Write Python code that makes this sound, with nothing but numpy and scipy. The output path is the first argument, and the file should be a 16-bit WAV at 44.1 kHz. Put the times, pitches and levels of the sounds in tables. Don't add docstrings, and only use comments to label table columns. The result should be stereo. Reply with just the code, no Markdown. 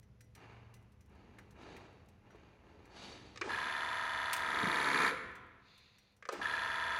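import sys
import numpy as np
from scipy import signal
from scipy.fft import rfft, irfft, next_fast_len
from scipy.io import wavfile
from scipy.ndimage import uniform_filter1d

SR = 44100
rng = np.random.default_rng(int(sys.argv[2]) if len(sys.argv) > 2 else 0)


def digitize_waveform(pressure):
    field = np.atleast_2d(pressure).T
    bounded = np.clip(field, -1, 1)
    quanta = np.round(bounded * 32767).astype(np.int16)
    wavfile.write(sys.argv[1], SR, quanta)


N = 308541
T = np.arange(N) / SR

# on/s, drive bites/s, stop/s, start angle/turns, bite rise/s
RUNS = [(3.42, 3.480, 5.10, 0.0, 0.02), (6.30, 6.411, 7.2, 0.26, 0.008)]
# angle/turns, knock/dB, valve/dB, step per rebound/dB
STROKES = [(.068, 0, -12, -3), (.43, -8, 0, -2), (.76, -1, -8, -8)]


def drive(free_db=-42.5, load_db=9.5, settle_s=0.63):
    speed_curve = [(4.38, 24.42), (4.45, 24.27), (4.59, 23.76), (4.75, 23.33), (4.91, 22.89), (4.99, 22.59),
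                   (5.1, 22.29), (6.2, 24.44)]
    shaft_hz, = curves(speed_curve)
    turns = np.cumsum(shaft_hz) / SR
    angle, gate, age_s = np.zeros((3, N))
    for on, bite, stop, start_angle, rise in RUNS:
        angle = np.where(T >= on, turns - turns[int(on * SR)] + start_angle, angle)
        age_s = np.where(T >= bite, T - bite, age_s)
        gate += np.clip((T - bite) / rise, 0, 1) * np.clip((stop - T) / 0.058 + .5, 0, 1)
    slip_hz = shaft_hz.max() - shaft_hz
    pressure = slip_hz / slip_hz.max()
    load = pressure ** 0.82
    level = gate * undb(free_db + load_db * load)
    chaos = np.clip(0.21 + 0.3 * slip_hz + 0.72 * np.exp(-age_s / settle_s), 0, .85)
    steady = np.sqrt(1 - chaos ** 2)

    def grain():
        return steady * surface(angle) + chaos * rng.standard_normal(N)

    rattle = level * steady * piston_blows(angle, chaos)
    rattle += gate * valve_chirps(angle, shaft_hz, pressure, chaos, age_s)
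    knocks = sum(undb(db) * np.exp(-((angle - at) % 1) / 0.11) for at, db, _, _ in STROKES)
    rasp = housing_rasp(knocks, grain, load, age_s)
    rasp += valve_hiss(angle, knocks, grain, load, pressure) + panel_drone(load)
    return level * rasp, gate * steady * shaft_whine(angle, chaos, load), rattle


def housing_rasp(knocks, grain, load, age_s, squeal_s=0.35):
    # f/Hz, width/Hz, level/dB
    housing_modes = [(450, 39, -8.5), (815, 17, -24), (1003, 45, 3.5), (1312, 27, 10), (1502, 59, -1),
                     (1717, 56, 8.5), (1840, 98, 1), (2090, 77, -5), (3000, 37, -14), (3440, 45, -2),
                     (4100, 71, -26.5), (6010, 87, -9.5)]
    squeal_modes = [(1028, 73, -2.5), (1684, 91, 3), (2480, 70, -11), (3290, 120, -21), (4050, 71, -14.5)]
    # f/Hz, level/dB
    strain_eq = [(900, -29), (1020, -4), (1150, -7.5), (1300, 2), (1550, -0.5), (1800, -2), (2300, -4),
                 (2550, -21), (3200, -36.5)]
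    rasp_eq = [(300, -15), (420, -12), (510, -1.5), (590, -13), (670, 0), (860, -10), (1010, -2),
               (1150, -5.5), (1300, -3), (1550, -2), (1850, 1), (2250, -2.5), (2800, -10.5), (4400, -13.5),
               (5200, -22), (8000, -35.5)]
    frame_eq = [(90, -20), (140, -5.5), (260, 1.5), (480, 2), (700, -24.5), (1500, -42.5)]
    housing = undb(-11) * unit(band(resonate(knocks * grain(), housing_modes), 200, 6160))
    squeal = unit(band(resonate(knocks * rng.standard_normal(N), squeal_modes), 810, 4300))
    squeal *= undb(-3) * np.exp(-(age_s / squeal_s) ** 2)
    strain = undb(-2) * load * unit(colour(np.sqrt(knocks) * grain(), strain_eq))
    rasp = undb(-7) * unit(colour(grain(), rasp_eq))
    frame = undb(-21.5 + 10 * np.tanh(load / 0.2)) * unit(colour(grain(), frame_eq))
    return housing + squeal + strain + rasp + frame


def shaft_whine(angle, chaos, load):
    orders = [(26, -62.5, -60), (27, -61.5, -54), (29, -56.5, -69), (32, -54, -58), (38, -52, -49),
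              (40, -57.5, -54), (41, -49, -51.5), (42, -54, -49), (45, -56.5, -71), (51, -51, -53),
              (53, -51.5, -50), (54, -63, -66), (55, -62, -46), (58, -57, -52), (59, -56.5, -52.5),
              (65, -55.5, -56), (65.9, -54, -54), (66.5, -57, -49), (67.7, -54, -63), (69.46, -55.5, -48.5),
              (73, -59.5, -46.5), (74.13, -51, -56), (74.35, -50, -47), (76.66, -52, -56), (80, -71.5, -56),
              (83, -54.5, -68), (137.8, -65.5, -52.5), (141.8, -59.5, -53.5), (144.2, -57, -62)]
    second_run = T >= RUNS[1][0]
    out = np.zeros(N)
    for order, first_db, second_db in orders:
        gain = np.where(second_run, undb(second_db), undb(first_db))
        phase = 2 * np.pi * (round(order) * angle + rng.random()) + 0.33 * chaos * walk(15)
        out += gain * np.sqrt(2) * np.sin(phase)
    return out * undb(-1.5 + 4 * load)


def piston_blows(angle, chaos, blow_turns=0.0018, jitter_turns=0.0016):
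    modes = [(1043, 90, -0.5), (1390, 320, 2), (1770, 420, 2)]
    jitter = jitter_turns * chaos * walk(200)
    blows = np.zeros(N)
    for at, db, _, rebound_db in STROKES:
        for k in range(3):
            lag_turns = k ** 0.713 * 0.02988 * (1.3 - 0.61 * at)
            blows += undb(db + k * rebound_db) * bump(angle, at + jitter + lag_turns, blow_turns)
    return undb(-2 + 2 * chaos * walk(70)) * unit(band(resonate(blows, modes), 777, 2140))


def valve_chirps(angle, shaft_hz, pressure, chaos, age_s, early_turns=0.0544, early_s=0.38):
    # fall/(Hz/ms), half length/ms
    chirps = [(0.149, -59, -40, 4000, 4460, 6, 1.2), (0.449, -44, -48, 3520, 3830, -1, 1.3),
              (.505, -37.5, -34, 3300, 3800, 420, 1.3), (.80, -55.5, -35.5, 4260, 4490, 31, 1.8)]
    shifted = angle + early_turns * np.exp(-(age_s / early_s) ** 2)
    flutter = 0.55 * chaos * walk(500)
    out = np.zeros(N)
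    for at, free_db, full_db, free_hz, full_hz, fall, half_ms in chirps:
        ms = 1000 * ((shifted - at + .5) % 1 - .5) / shaft_hz
        hz = free_hz + (full_hz - free_hz) * np.sqrt(pressure)
        cycles = (hz - fall * ms / 2) * ms / 1000
        gain = undb(free_db + (full_db - free_db) * pressure)
        out += gain * np.exp(-np.minimum((ms / half_ms) ** 2, 20)) * np.sin(2 * np.pi * cycles + flutter)
    return out * undb(0.5 * chaos * walk(40) + 3 * np.sin(np.pi * pressure))


def valve_hiss(angle, knocks, grain, load, pressure, lag_turns=0.052, puff_turns=0.089):
    hiss_eq = [(4000, -8), (4500, 1), (5200, -3.5), (7400, 3.5), (8400, -19.5), (9600, 9), (11700, -0.5),
               (12600, -17.5), (15500, -14)]
    puffs = sum(undb(db) * bump(angle, at + lag_turns, puff_turns) for at, _, db, _ in STROKES)
    hiss = undb(-21.5 + 3 * load) * unit(colour((1 + knocks + puffs) * rng.standard_normal(N), hiss_eq))
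    flow = puffs * grain()
    low = unit(colour(flow, [(2700, 0), (3500, 1), (4000, 1.5), (4500, 4), (5000, -14.5)]))
    high = unit(colour(flow, [(3200, -21), (4500, 10), (5100, -26)]))
    squirt = (1 - 0.3 * pressure) * low + 0.4 * pressure ** 2 * high
    return hiss + undb(-19 - 5.51 * load) * squirt


def panel_drone(load, hz=1005, width_hz=70):
    mode = [(hz, width_hz, 0)]
    drone = unit(resonate(resonate(rng.standard_normal(N), mode), mode))
    return undb(-14) * np.sqrt(0.31 + 1.85 * load) * drone


def run_up(from_hz=600, to_hz=170, fall_s=0.061):
    whirr_eq = [(200, -9), (850, -1.5), (1350, -2), (2600, -9.5), (7000, -21.5)]  # f/Hz, level/dB
    out = np.zeros(N)
    t = T[:SR // 4]
    swell = np.clip(t / 0.034, 0, 1) * np.exp(-t / 0.11)
    hz = to_hz + (from_hz - to_hz) * np.exp(-t / fall_s)
    for on, *_ in RUNS:
        groan = np.sin(2 * np.pi * np.cumsum(hz) / SR) * walk(262.7)[:len(t)]
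        whirr = unit(colour(rng.standard_normal(len(t)), whirr_eq))
        add(out, on, swell * (undb(-47) * groan + undb(-45) * whirr))
    return out


def blade_slide(rub_fall_db_per_s=49, scrape_fall_db_per_s=59.5, body_hz=650):
    # start/s, rise/s, length/s, rub/dB, scrape/dB, ring re scrape/dB, body re rub/dB
    pushes = [(0.35, 0.03, 0.14, -56, -72, -9, -6.5), (1.055, 0.075, 0.35, -65, -79, -9, 1.5),
              (1.534, 0.08, 0.2, -54.5, -65, -6.5, 2), (2.17, 0.14, 0.31, -63.5, -76.5, -16, -0.5),
              (2.583, 0.087, 0.65, -65.5, -78, -8, 4), (2.854, 0.15, 0.22, -53, -55.5, -4.5, -3)]
    blade_modes = [(2066, 37, 6.5), (2820, 23, -3), (3830, 60, 5.5), (3970, 57, -5), (4500, 26, 10),
                   (4850, 48, -1), (5160, 54, -0.5), (5740, 62, -1), (7650, 60, -6), (9100, 190, -13)]
    # f/Hz, level/dB
    rub_eq = [(100, -26), (170, -3.5), (239, -2.5), (400, -1.5), (536, -7), (647, -6.5), (880, -7),
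              (1400, -12.5), (2800, -15), (3640, -45), (6160, -120)]
    scrape_eq = [(1180, -30), (2000, -5), (3050, 2.5), (4590, 0.5), (5450, -14.5), (6420, -4), (8450, -24),
                 (10400, -16.5), (13000, -35)]
    rub, body, scrape, ring = np.zeros((4, N))
    for start, rise, length, rub_db, scrape_db, ring_db, body_db in pushes:
        attack = np.clip((T - start) / rise, 0, 1)
        glide_s = np.maximum(T - start - length, 0)
        drag = attack * undb(rub_db - rub_fall_db_per_s * glide_s)
        bite = attack ** 2 * undb(scrape_db - scrape_fall_db_per_s * glide_s)
        rub, body = np.hypot(rub, drag), np.hypot(body, drag * undb(body_db))
        scrape, ring = np.hypot(scrape, bite), np.hypot(ring, bite * undb(ring_db))
    grit = undb(2 * walk(400)) * rng.standard_normal((3, N))
    bright = undb(-3) * unit(colour(grit[0], scrape_eq))
    skirts = [(hz, 3 * width, 0) for hz, width, _ in blade_modes]
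    sing = unit(resonate(resonate(grit[1], blade_modes), skirts))
    dull = undb(-1) * unit(colour(grit[2], rub_eq))
    lows = lowpass(dull, body_hz)
    return rub * (dull - lows) + body * lows + scrape * bright + ring * sing


def blade_ticks(contact_s=0.0026, faint_per_s=9.1):
    ticks = [(.028, -72, -73, 1970), (0.2067, -63.5, -61.5, 1960), (0.35, -62, -59, 2000),
             (0.739, -68, -61.5, 1985), (0.919, -96, -75, 2000), (1.0066, -78, -69.5, 2010),
             (1.3852, -51.5, -63.5, 1660), (1.507, -78, -66.5, 2000), (1.7643, -52, -63, 2100),
             (2.085, -95, -69, 2000), (2.3054, -60, -78, 1510), (2.8538, -63.5, -70.5, 2000),
             (4.33, -36, -33, 2400), (4.3337, -41.5, -66.5, 2360), (4.363, -45.5, -43.5, 2500),
             (4.742, -40.5, -54, 1930), (5.3107, -74, -75, 2000), (5.353, -58, -63, 2010),
             (5.777, -72, -66, 1990), (5.983, -69, -66.5, 1930), (6.164, -82, -72.5, 2020),
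             (6.324, -53, -49.5, 2000)]
    modes = [(1640, -1, 0.07), (2020, -1, 0.38), (2740, -10, 0.11), (4200, -1, 0.11), (5840, 2, 0.17)]
    out = np.zeros(N)
    attack = np.clip(T[:SR // 4] / contact_s, 0, 1)
    for s, body_db, edge_db, body_hz in ticks:
        ring = sum(undb(db + 2 * rng.normal()) * ping(hz, t60, 0.014) for hz, db, t60 in modes)
        ring *= undb(min((body_db + edge_db) / 2, -64) - 9)
        body = undb(body_db - 3) * burst(body_hz / 1.3, body_hz * 1.3, 0.061)
        edge = undb(edge_db) * attack * burst(2100, 15900, 0.058)
        add(out, s, body + edge + ring)
    for s in rng.uniform(0, T[-1], int(faint_per_s * T[-1])):
        add(out, s, undb(-88 - 6.5 * rng.normal()) * burst(5140, 17000, 0.039))
    return out


def frame_thuds():
    thuds = [(2.346, -55.5, 406, 200, .07), (2.347, -62.5, 875, 453, 0.035), (3.448, -50, 406, 140, 0.054),
             (3.476, -41.5, 630, 700, 0.089), (4.63, -34.5, 245, 190, .08), (4.667, -37, 228, 159, 0.086),
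             (5.11, -39.5, 492, 60, 0.14), (6.326, -41.5, 490, 240, 0.093), (6.347, -47.5, 315, 134, 0.063),
             (6.395, -45, 850, 500, 0.079)]
    out = np.zeros(N)
    for s, db, hz, width, t60 in thuds:
        add(out, s, undb(db) * burst(hz - width / 2, hz + width / 2, t60))
    return out


def switches(contact_s=0.00093):
    hits = [(3.359, -55, -56, -55, 470, 2150), (3.374, -57.5, -51, -49, 451, 2130),
            (3.4124, -40, -42.5, -43.5, 414, 1630), (3.4154, -44, -36.5, -55, 412, 2050),
            (6.2245, -62, -52.5, -64.5, 540, 1960), (6.253, -58, -50, -57, 540, 1900),
            (6.2887, -38, -39, -43, 557, 1310)]
    box_modes = [(416, -9.5, 0.23), (513, -5, 0.11), (1154, 6.5, 0.073), (1227, 5.5, 0.088),
                 (1755, -8, 0.1), (2006, -8, 0.17), (2535, -4, 0.12)]
    out = np.zeros(N)
    attack = np.clip(T[:SR // 4] / contact_s, 0, 1)
    for s, thump_db, clack_db, click_db, thump_hz, clack_hz in hits:
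        ring = sum(undb(db) * ping(hz, t60, 0.0094) for hz, db, t60 in box_modes)
        ring *= undb((thump_db + clack_db) / 2 - 5)
        thump = undb(thump_db - 1) * burst(thump_hz / 1.2, thump_hz * 1.097, 0.066)
        clack = undb(clack_db) * burst(clack_hz / 1.28, clack_hz * 1.23, 0.061)
        click = undb(click_db - 2) * burst(2200, 6700, 0.026)
        add(out, s, attack * band(thump + clack + click + ring, 320, 8100))
    return out


def motor_rumble(level_db=-67, lo_hz=48, hi_hz=102):
    running = sum(np.clip((T - on) / 0.11, 0, 1) * np.clip((stop - T) / 0.094, 0, 1)
                  for on, _, stop, *_ in RUNS)
    return running * undb(level_db) * unit(band(rng.standard_normal(N), lo_hz, hi_hz))


def swish(start_s=5.56, rise_s=0.13, hold_s=0.15, end_s=6.17, fall_db_per_s=36, left_db=3):
    swish_eq = [(2600, -1), (3200, -12.5), (3590, 1.5), (3900, -2.5), (4270, 0.5), (4900, -9), (5300, -20),
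                (5700, -20), (6600, -16), (8000, -34), (11500, -32)]
    gate = np.clip((T - start_s) / rise_s, 0, 1) ** 2 * np.clip((end_s - T) / 0.038, 0, 1)
    fall_db = fall_db_per_s * np.maximum(T - start_s - rise_s - hold_s, 0)
    swell = gate * undb(-64.5 - fall_db + 0.5 * walk(130))
    return swell * undb([[left_db], [0]]) * unit(colour(rng.standard_normal((2, N)), swish_eq))


def shop():
    # f/Hz, level/dB
    rumble_eq = [(21, -46.5), (35, -8), (82, 2), (202, -10), (310, -17.5), (450, -21), (566, -23),
                 (2190, -32), (4650, -40.5), (5970, -40.5), (8480, -54.5), (11200, -44.5), (14000, -59.5)]
    hum_tones = [(64.6, -74), (199.8, -70), (231.5, -81.5), (414.5, -83.5), (500.2, -79.5), (656.8, -92)]
    # t/s, level/dB
    bass_curve = [(0, 1), (1.0, 0.5), (1.7, 2.5), (2.6, -1.5), (3.4, 2.5), (4.3, -1.5), (5.4, 2),
                  (5.55, -4.5), (6.33, -11.5), (6.45, 2.5)]
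    deep_hum_curve = [(0.7, -60.5), (1.0, -70), (5.3, -68), (5.7, -78)]
    bass_db, = curves(bass_curve)
    deep_db, = curves(deep_hum_curve)
    mid, side = (unit(colour(rng.standard_normal(N), rumble_eq)) for _ in range(2))
    side = undb(-13) * side + 0.72 * band(side, 540, 14000)
    hum = sum(undb(db - 2 + 2 * walk(5.1)) * np.sin(2 * np.pi * hz * T + 0.36 * walk(5.2))
              for hz, db in hum_tones + [(114.3, deep_db)])
    air = undb(-64.5) * np.array([mid + side, mid - side]) + hum
    return air + (undb(bass_db) - 1) * lowpass(air, 400)


def hall(x, early_s=0.013, wide_hz=350):
    decay = [(60, 0.65), (220, 1.54), (500, 1.2), (1000, 1.27), (2000, 1.09), (3000, 1.17), (4500, 0.78),
             (10000, 0.57), (14000, 0.36)]
    t = T[:int(1.3 * SR)]
    hz, s, cells = signal.stft(rng.standard_normal((2, len(t))), SR, nperseg=256)
    cells *= np.exp(-np.log(1000) * s / over_pitch(decay, hz)[:, None])
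    tail = signal.istft(cells, SR)[1][:, :len(t)]
    tail *= np.clip((t - .006) / 0.017, 0, 1) / np.sqrt(SR / (2 * np.log(1000)))
    early = rng.standard_normal((2, len(t))) * np.exp(-t / early_s) * (t > .001)
    early = band(early, 690, 25000) / np.sqrt(SR * early_s / 2)
    mid, side = undb(-6) * (tail + early)
    side = undb(3.5) * signal.lfilter(*signal.butter(1, wide_hz, "high", fs=SR), side)
    return signal.fftconvolve(x[None], np.array([mid + side, mid - side]), axes=1)[:, :N]


def direct_path(x):
    lean = undb(-8) * band(x, 2200, 6600) - undb(-19) * band(x, 900, 1900)
    return np.array([x + lean, np.roll(x - lean, 1)])


def surface(angle, size=1806):
    profile = unit(irfft(np.exp(2j * np.pi * rng.random(size // 2)), 8 * size))
    return profile[(angle % 1 * len(profile)).astype(int) % len(profile)]


def bump(angle, at, width):
    return np.exp(-np.minimum((((angle - at + .5) % 1 - .5) / width) ** 2, 20))


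def fade(t60):
    return np.exp(-np.log(1000) * T[:SR // 4] / t60)


def ping(hz, t60, detune):
    return fade(t60) * np.sin(2 * np.pi * hz * rng.normal(1, detune) * T[:SR // 4])


def burst(lo_hz, hi_hz, t60):
    crack = band(fade(t60) * rng.standard_normal(SR // 4), lo_hz, hi_hz)
    return crack / np.sqrt(np.sum(crack ** 2) / (SR / 100))


def walk(rate_hz):
    k = int(SR / rate_hz)
    steps = np.repeat(rng.standard_normal(N // k + 1), k)
    return unit(uniform_filter1d(uniform_filter1d(steps, k), k)[:N])


def colour(x, points):
    size = next_fast_len(x.shape[-1])
    hz = np.arange(size // 2 + 1) * SR / size + 1e-3
    ends = 1 / np.sqrt((1 + (.8 * points[0][0] / hz) ** 8) * (1 + (.85 * hz / points[-1][0]) ** 16))
    return irfft(rfft(x, size) * ends * undb(over_pitch(points, hz)), size)[..., :x.shape[-1]]


def band(x, lo_hz, hi_hz):
    return signal.sosfilt(signal.butter(2, [lo_hz, min(hi_hz, SR * .45)], "band", fs=SR, output="sos"), x)


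def lowpass(x, hz):
    return signal.sosfiltfilt(signal.butter(2, hz, fs=SR, output="sos"), x)


def resonate(x, peaks):
    return sum(undb(db) * signal.lfilter(*signal.iirpeak(hz, hz / width, fs=SR), x)
               for hz, width, db in peaks)


def curves(rows):
    s, *columns = np.transpose(rows)
    return [np.interp(T, s, c) for c in columns]


def over_pitch(points, hz):
    f, value = np.transpose(points)
    return np.interp(np.log(hz + 1), np.log(f), value)


def add(track, s, sound):
    i = int(s * SR)
    track[i:i + len(sound)] += sound[:N - i]


def undb(db):
    return 10 ** (np.asarray(db) / 20)


def unit(x):
    return x / np.sqrt(np.mean(x ** 2) + 1e-20)


def scene():
    rasp, whine, rattle = drive()
    work = rasp + run_up() + blade_slide()
    hits = switches() + blade_ticks() + frame_thuds()
    near = direct_path(work + hits + whine + rattle + motor_rumble())
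    room = hall(work + .5 * hits + 0.62 * whine + .42 * rattle)
    return near + room + swish() + shop()


def record(dry, dip_hz=13500, top_hz=15800):
    dull = dry - 0.42 * signal.lfilter(*signal.iirpeak(dip_hz, 7, fs=SR), dry)
    return signal.sosfilt(signal.ellip(8, .2, 70, top_hz, fs=SR, output="sos"), dull)


dry = scene()
out = record(dry)
digitize_waveform(out)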